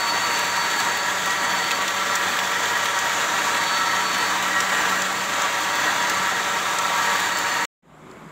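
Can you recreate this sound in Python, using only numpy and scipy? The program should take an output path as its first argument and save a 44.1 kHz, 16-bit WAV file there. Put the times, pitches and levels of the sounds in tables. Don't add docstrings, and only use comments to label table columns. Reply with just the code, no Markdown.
import sys
import numpy as np
from scipy import signal
from scipy.fft import rfft, irfft, next_fast_len
from scipy.io import wavfile
from scipy.ndimage import uniform_filter1d, map_coordinates

SR = 44100
rng = np.random.default_rng(int(sys.argv[2]) if len(sys.argv) > 2 else 0)


def magnitude_from_level(level_db):
    exponent = np.asarray(level_db, float) / 20
    return 10 ** exponent


def transcribe(signal):
    frames = np.atleast_2d(signal).T
    limited = np.clip(frames, -1, 1)
    pcm = np.round(limited * 32767).astype(np.int16)
    wavfile.write(sys.argv[1], SR, pcm)


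N = 366471
TIME = np.arange(N) / SR

CUT_S, RETURN_S = 7.6535, 7.823
BARS = 24
MAINS_HZ = 50
USUAL_WHINE_HZ = 4495

# start_s, whine_hz
MOTOR_SPEED = [(0.1, 4472), (0.5, 4500), (0.8, 4488), (1.3, 4514), (1.62, 4469), (2.18, 4526), (2.95, 4486),
               (3.2, 4490), (3.6, 4472), (3.7, 4460), (4.12, 4452), (4.5, 4500), (4.98, 4530), (5.4, 4486),
               (5.88, 4498), (6.35, 4472), (7.25, 4481), (7.66, 4435)]
# start_s, whine_db, unbalance_db
JUG_SEAT = [(0.3, -33, -50.5), (.95, -38, -50), (1.25, -44, -47), (1.5, -36.5, -46.5), (1.74, -37, -48.5),
            (1.86, -43, -47.5), (2.4, -45, -45.5), (3.1, -46, -51.5), (3.56, -44, -52),
            (3.68, -36.5, -50.5), (4.25, -36.5, -43.5), (4.4, -47.5, -45), (5.2, -46, -42.5),
            (5.6, -46, -51.5), (5.9, -39.5, -48.5), (6.6, -48, -47), (7.0, -41.5, -50), (7.5, -39.5, -48.5)]
# multiple_of_shaft_speed, level_db
SHAFT_NOTES = [(2, -56), (3, -45), (4, -46), (6, -53), (7, -50), (9, -54), (10, -51), (12, -60), (20, -57),
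               (23, -58), (28, -63), (32, -64), (35, -61), (36, -51), (41, -59), (45, -62), (51, -70),
               (53, -63), (56, -74), (60, -72), (68, -70), (77, -71), (80, -72)]
# multiple_of_shaft_speed, level_db
BLADE_ROAR = [(3, -44.5), (4, -45), (5, -35.5), (6, -35.5), (7, -33.5), (8, -42.5), (9, -43), (10, -33.5)]
# pitch_hz, level_db (per Hz)
JUG_COLOUR = [(18, -42.5), (48, -28.5), (85, -30.5), (110, -18.5), (240, -15), (500, -10.5), (600, -10),
              (900, -6.5), (1500, -4), (1650, -0.5), (1800, -5), (2300, -11.5), (3000, -30.5)]
# pitch_hz, level_db (per Hz)
CHURN_COLOUR = [(1290, -19.5), (2200, -1.5), (3040, -2), (3870, -2), (4200, -6), (4640, -7.5),
                (5050, -10.5), (7270, -3.5), (9410, -21), (13700, -20.5), (15000, -18), (16000, -20)]
# start_s, peak_db, ring_db (near 7 kHz), knock_db (near 3 kHz)
ICE_CHIPS = [(0.3905, -27, -2, -3), (0.5664, -38.5, 4.5, 11), (0.8011, -27.5, 1.5, 0),
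             (0.9717, -27, -6, 1.5), (1.2574, -30.5, 5, -0.5), (1.3054, -34.5, 7.5, 5.5),
             (1.6414, -31.5, 4, 5), (1.709, -30, 4, 11), (1.714, -28, 2, 0), (1.8786, -27.5, 6.5, 7),
             (2.1542, -23.5, 5, -9.5), (2.3884, -33.5, 6.5, 15.5), (2.6554, -33.5, -1, 9.5),
             (2.8444, -28, -15, -10.5), (2.855, -30, 1, 8.5), (2.9881, -28.5, 6.5, -6),
             (3.5454, -31, 3.5, 8.5), (3.6371, -28.5, 1, 5), (4.1444, -33, 5.5, 10), (4.4243, -28, -1.5, 1),
             (4.6034, -29, 10.5, 5), (5.019, -30.5, 8, 4.5), (5.4181, -33, 10.5, 0.5),
             (5.7548, -29.5, -1, -7.5), (6.096, -23, 4, -2), (6.786, -32.5, 14.5, 6.5),
             (7.199, -27.5, 1, 1.5), (7.3704, -33, 7, -1.5), (7.3851, -26, 0, -2.5)]
# pitch_hz, width_hz, level_db
BODY_RESONANCES = [(311, 21, 6), (366, 26, -5.5), (469, 25, 4), (519, 56, -5.5), (710, 14, -1),
                   (835, 29, 0.5), (1044, 32, 5.5), (1069, 30, -10), (1170, 72, 3), (1306, 37, -2.5),
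                   (1460, 61, -4.5), (1558, 30, -5.5), (1756, 46, -2), (2060, 40, 0), (2050, 46, 2),
                   (3420, 260, 2), (6120, 220, 3), (7190, 300, 0.5), (10600, 700, -2.5), (11600, 700, 2.5),
                   (12400, 300, -1)]
# pitch_hz, level_db (per Hz)
AIR_COLOUR = [(300, -30), (500, -4), (1200, -5), (1700, -12), (2100, -12), (2900, -21), (3700, -21),
              (4200, -27), (5900, -31), (7300, -22), (8900, -34), (13300, -36), (16000, -46)]
# pitch_hz, level_db (per Hz)
DEEP_HUM_COLOUR = [(30, -25), (60, -15), (120, -17), (160, -4), (400, -10), (600, -22)]
# pitch_hz, width_hz, level_db
ROOM_DRONES = [(154.4, 17, -66), (204, 27, -61), (250, 40, -57), (316, 33, -55), (377, 18, -49.5)]
# start_s, peak_db
KITCHEN_TICKS = [
    (7.975, -52),
    (8.112, -35),
    (8.135, -52),
]
# start_s, low_hz, high_hz
STEREO_SLIPS = [(1.135, 13800, 15700), (1.787, 11800, 13300), (2.113, 4600, 6500), (2.113, 10400, 12600),
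                (3.39, 11800, 13300), (4.247, 4600, 5800), (4.247, 14600, 15700), (4.807, 5700, 7200),
                (4.807, 9700, 11200), (5.205, 13200, 14600), (5.622, 4200, 5400), (5.622, 13800, 15400),
                (6.133, 13200, 14600), (6.85, 4200, 5400), (6.85, 6900, 8500), (7.152, 9700, 11200),
                (7.525, 5700, 8500)]


def unit(x):
    return x / np.sqrt(np.mean(np.abs(x) ** 2) + 1e-20)


def curves(rows):
    s, *columns = np.transpose(rows)
    return [np.interp(TIME, s, column) for column in columns]


def wobble(rate):
    coarse = TIME[::32]
    knots = rng.standard_normal(int(N * rate / SR) + 4)
    return np.interp(TIME, coarse, map_coordinates(knots, [coarse * rate]))


def filtered(x, response):
    size = next_fast_len(N + 8192)
    return irfft(rfft(x, size) * response(np.fft.rfftfreq(size, 1 / SR)), size)[..., :N]


def colour(points):
    points_hz, db = np.transpose(points)
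    return lambda hz: magnitude_from_level(np.interp(np.log(hz + 1), np.log(points_hz + 1), db, left=-120, right=-120))


def random_field(shape, size):
    field = uniform_filter1d(rng.standard_normal(shape), size[0], 0)
    return unit(uniform_filter1d(field, size[1], 1))


def rush(points, patchy_db, streaky_db=1.0):
    z = signal.stft(rng.standard_normal(N), nperseg=512)[2]
    patches = patchy_db * random_field(z.shape, (8, 8))
    streaks = streaky_db * random_field(z.shape, (2, 90))
    noise = signal.istft(z * magnitude_from_level(patches + streaks), nperseg=512)[1][:N]
    return unit(filtered(noise, colour(points)))


def flutter(width_hz):
    noise = filtered(rng.standard_normal((2, N)), lambda hz: 1 / (1 + (hz / width_hz) ** 2))
    return unit(np.array([1, 1j]) @ noise)


def bursts(seconds, levels_db, t60, attack=0.0008):
    starts = np.bincount(np.round(seconds * SR).astype(int), magnitude_from_level(levels_db), N)[:N]
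    t = TIME[:SR // 8]
    shape = magnitude_from_level(-60 * t / t60) * (1 - np.exp(-t / attack))
    return signal.fftconvolve(starts, shape)[:N] * rng.standard_normal(N)


def seating(whine_hz):
    whine_db, first_db = curves(JUG_SEAT)
    rock_db = first_db - first_db.mean()
    fifth_db = -37 - 0.85 * rock_db - 0.4 * np.maximum(whine_hz - USUAL_WHINE_HZ, 0)
    lowered = np.clip((TIME - 6.2) / 0.3, 0, 1)
    overtone_db = -61.5 - 0.35 * (whine_db - whine_db.mean()) + 8.5 * lowered
    fifth_db = fifth_db + 1.2 * wobble(4)
    return first_db, fifth_db, whine_db + 0.6 * wobble(8), overtone_db + 2.5 * wobble(4)


def motor(turn, first_db, fifth_db, whine_db, overtone_db):
    def tone(multiple, db):
        phase = multiple * turn + rng.uniform(0, 2 * np.pi)
        return np.sqrt(2) * magnitude_from_level(db) * np.exp(1j * phase)

    notes = sum(tone(k, db + 1.7 * wobble(3.02) + 1.1 * wobble(25)).real for k, db in SHAFT_NOTES)
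    notes += tone(1, first_db + 1.5 * wobble(12)).real
    notes += tone(5, fifth_db + 1.5 * wobble(20)).real

    whine = tone(BARS, whine_db + 0.8 * wobble(14) + 2.2 * wobble(40))
    whine += tone(2 * BARS, overtone_db + 2 * wobble(30))
    whine += tone(3 * BARS, overtone_db - 7 + 2 * wobble(30))
    pull = np.exp(-2j * np.pi * 2 * MAINS_HZ * TIME)
    whine = whine * (1 + 0.12 * pull) + tone(1.5 * BARS, -56) * pull

    hum = magnitude_from_level(-53) * np.sin(2 * np.pi * 2 * MAINS_HZ * TIME)
    hum += magnitude_from_level(-69) * np.sin(2 * np.pi * MAINS_HZ * TIME)
    return notes + whine.real + hum * magnitude_from_level(1.2 * wobble(6.7))


def wake(turn):
    swirl_hz, width_hz, shared = 27, 22, 0.37
    swirl = np.exp(2j * np.pi * swirl_hz * TIME)
    common = flutter(width_hz)
    total = np.zeros(N)
    for k, db in BLADE_ROAR:
        rough = np.sqrt(shared) * common + np.sqrt(1 - shared) * flutter(width_hz * k / 6.4)
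        level = np.sqrt(2) * magnitude_from_level(db + 1.1 * wobble(3.11) + 1.0 * wobble(9))
        total += level * (rough * swirl * np.exp(1j * k * turn)).real
    return total


def chips():
    s, db, ring_db, knock_db = np.transpose(ICE_CHIPS)
    bright = colour([(7500, -27), (9500, -2), (14000, -0.5), (16000, 4)])
    ringing = colour([(3500, -12.5), (5400, -0.5), (6400, -2.5), (7200, 5.5), (10000, -21)])
    dull = colour([(600, -16), (1500, -1.5), (3200, -1), (3850, -0.5), (4500, -7), (6000, -23)])
    crack = filtered(bursts(s, db, 0.041), bright)
    ring = filtered(bursts(s, db + ring_db + 9.5, 0.029), ringing)
    knock = filtered(bursts(s, db + knock_db + 12, 0.04), dull)

    rattle_at, rattle_size, spit_at, spit_size = rng.random((4, 500))
    rattle = bursts(rattle_at * CUT_S, 14 * rattle_size ** 2 - 27, 0.012)
    spit = bursts(spit_at * CUT_S, 16 * spit_size ** 3 - 44, 0.018)
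    return crack + ring + knock + filtered(rattle, colour(CHURN_COLOUR)) + filtered(spit, bright)


def shell(hz):
    return magnitude_from_level(sum(db / (1 + (2 * (hz - c) / w) ** 2) for c, w, db in BODY_RESONANCES))


def blender():
    whine_hz, = curves(MOTOR_SPEED)
    unsteady = 1 + 0.0011 * wobble(14) + 0.0009 * wobble(8)
    turn = 2 * np.pi * np.cumsum(whine_hz * unsteady / BARS) / SR

    roar_db = -24 - 0.0056 * (whine_hz - USUAL_WHINE_HZ)
    surge = 0.55 * wobble(6) + 0.32 * wobble(25)
    beat = 1 + 0.03 * np.cos(turn) + 0.025 * np.cos(2 * turn)
    roar = magnitude_from_level(roar_db - 1.5 + 1.5 * surge) * rush(JUG_COLOUR, patchy_db=0.47, streaky_db=0.85)
    hiss_level = magnitude_from_level(-29.2 + surge + 0.7 * wobble(80)) * beat
    hiss = hiss_level * rush(CHURN_COLOUR, patchy_db=0.73, streaky_db=1.4)
    whirl = magnitude_from_level(roar_db + 24 + 0.42 * surge) * wake(turn)
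    return motor(turn, *seating(whine_hz)) + whirl + filtered(roar + hiss + chips(), shell)


def kitchen():
    fade = np.clip((TIME - RETURN_S + 0.023) / 0.31, 0, 1)
    air = magnitude_from_level(2.5) * rush(AIR_COLOUR, patchy_db=1.0)
    air += magnitude_from_level(1.0) * rush(DEEP_HUM_COLOUR, patchy_db=1.5)
    drones = sum(magnitude_from_level(db + 47) * (flutter(width / 2) * np.exp(2j * np.pi * hz * TIME)).real
                 for hz, width, db in ROOM_DRONES)
    fan_hz, fan_beat_hz, fan_peak_s = 152.4, 1.9, 8.27
    fan_beat = np.cos(2 * np.pi * fan_beat_hz * (TIME - fan_peak_s))
    fan = magnitude_from_level(3) * fan_beat * np.sin(2 * np.pi * fan_hz * TIME)

    s, db = np.transpose(KITCHEN_TICKS)
    tick_colour = colour([(2500, -12), (4500, 0), (5800, -8), (7500, 2), (10000, -12)])
    ticks = filtered(bursts(s, db, 0.02), tick_colour)
    return magnitude_from_level(-47.5) * fade * (air + drones + fan) + ticks


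def scene():
    edge = np.where(TIME < CUT_S, 1, magnitude_from_level(-20 - 60 * (TIME - CUT_S) / 0.008))
    rise = np.clip((TIME - RETURN_S) / 0.004, 0, 1)
    return np.tile(edge * blender() + rise * kitchen(), (2, 1))


def low_pass(x):
    return signal.sosfilt(signal.butter(12, 17080, fs=SR, output="sos"), x)


def record(dry):
    side, size = np.zeros(N), 1600
    hz = np.fft.rfftfreq(size, 1 / SR)
    for s, low_hz, high_hz in STEREO_SLIPS:
        start = round(s * SR) - size // 2
        earlier = rfft(dry[0, start - 4 * size:start - 3 * size])
        band = irfft(earlier * ((hz > low_hz) & (hz < high_hz)), size)
        side[start:start + size] += np.sqrt(np.hanning(size)) * band
    top_hz = 15730
    mix = filtered(dry, lambda hz: np.clip((top_hz + 40 - hz) / 80, 0, 1))
    mix = mix + magnitude_from_level(-2.5) * np.outer([1, -1], side)
    return low_pass(mix)


dry = scene()
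out = record(dry)
transcribe(out)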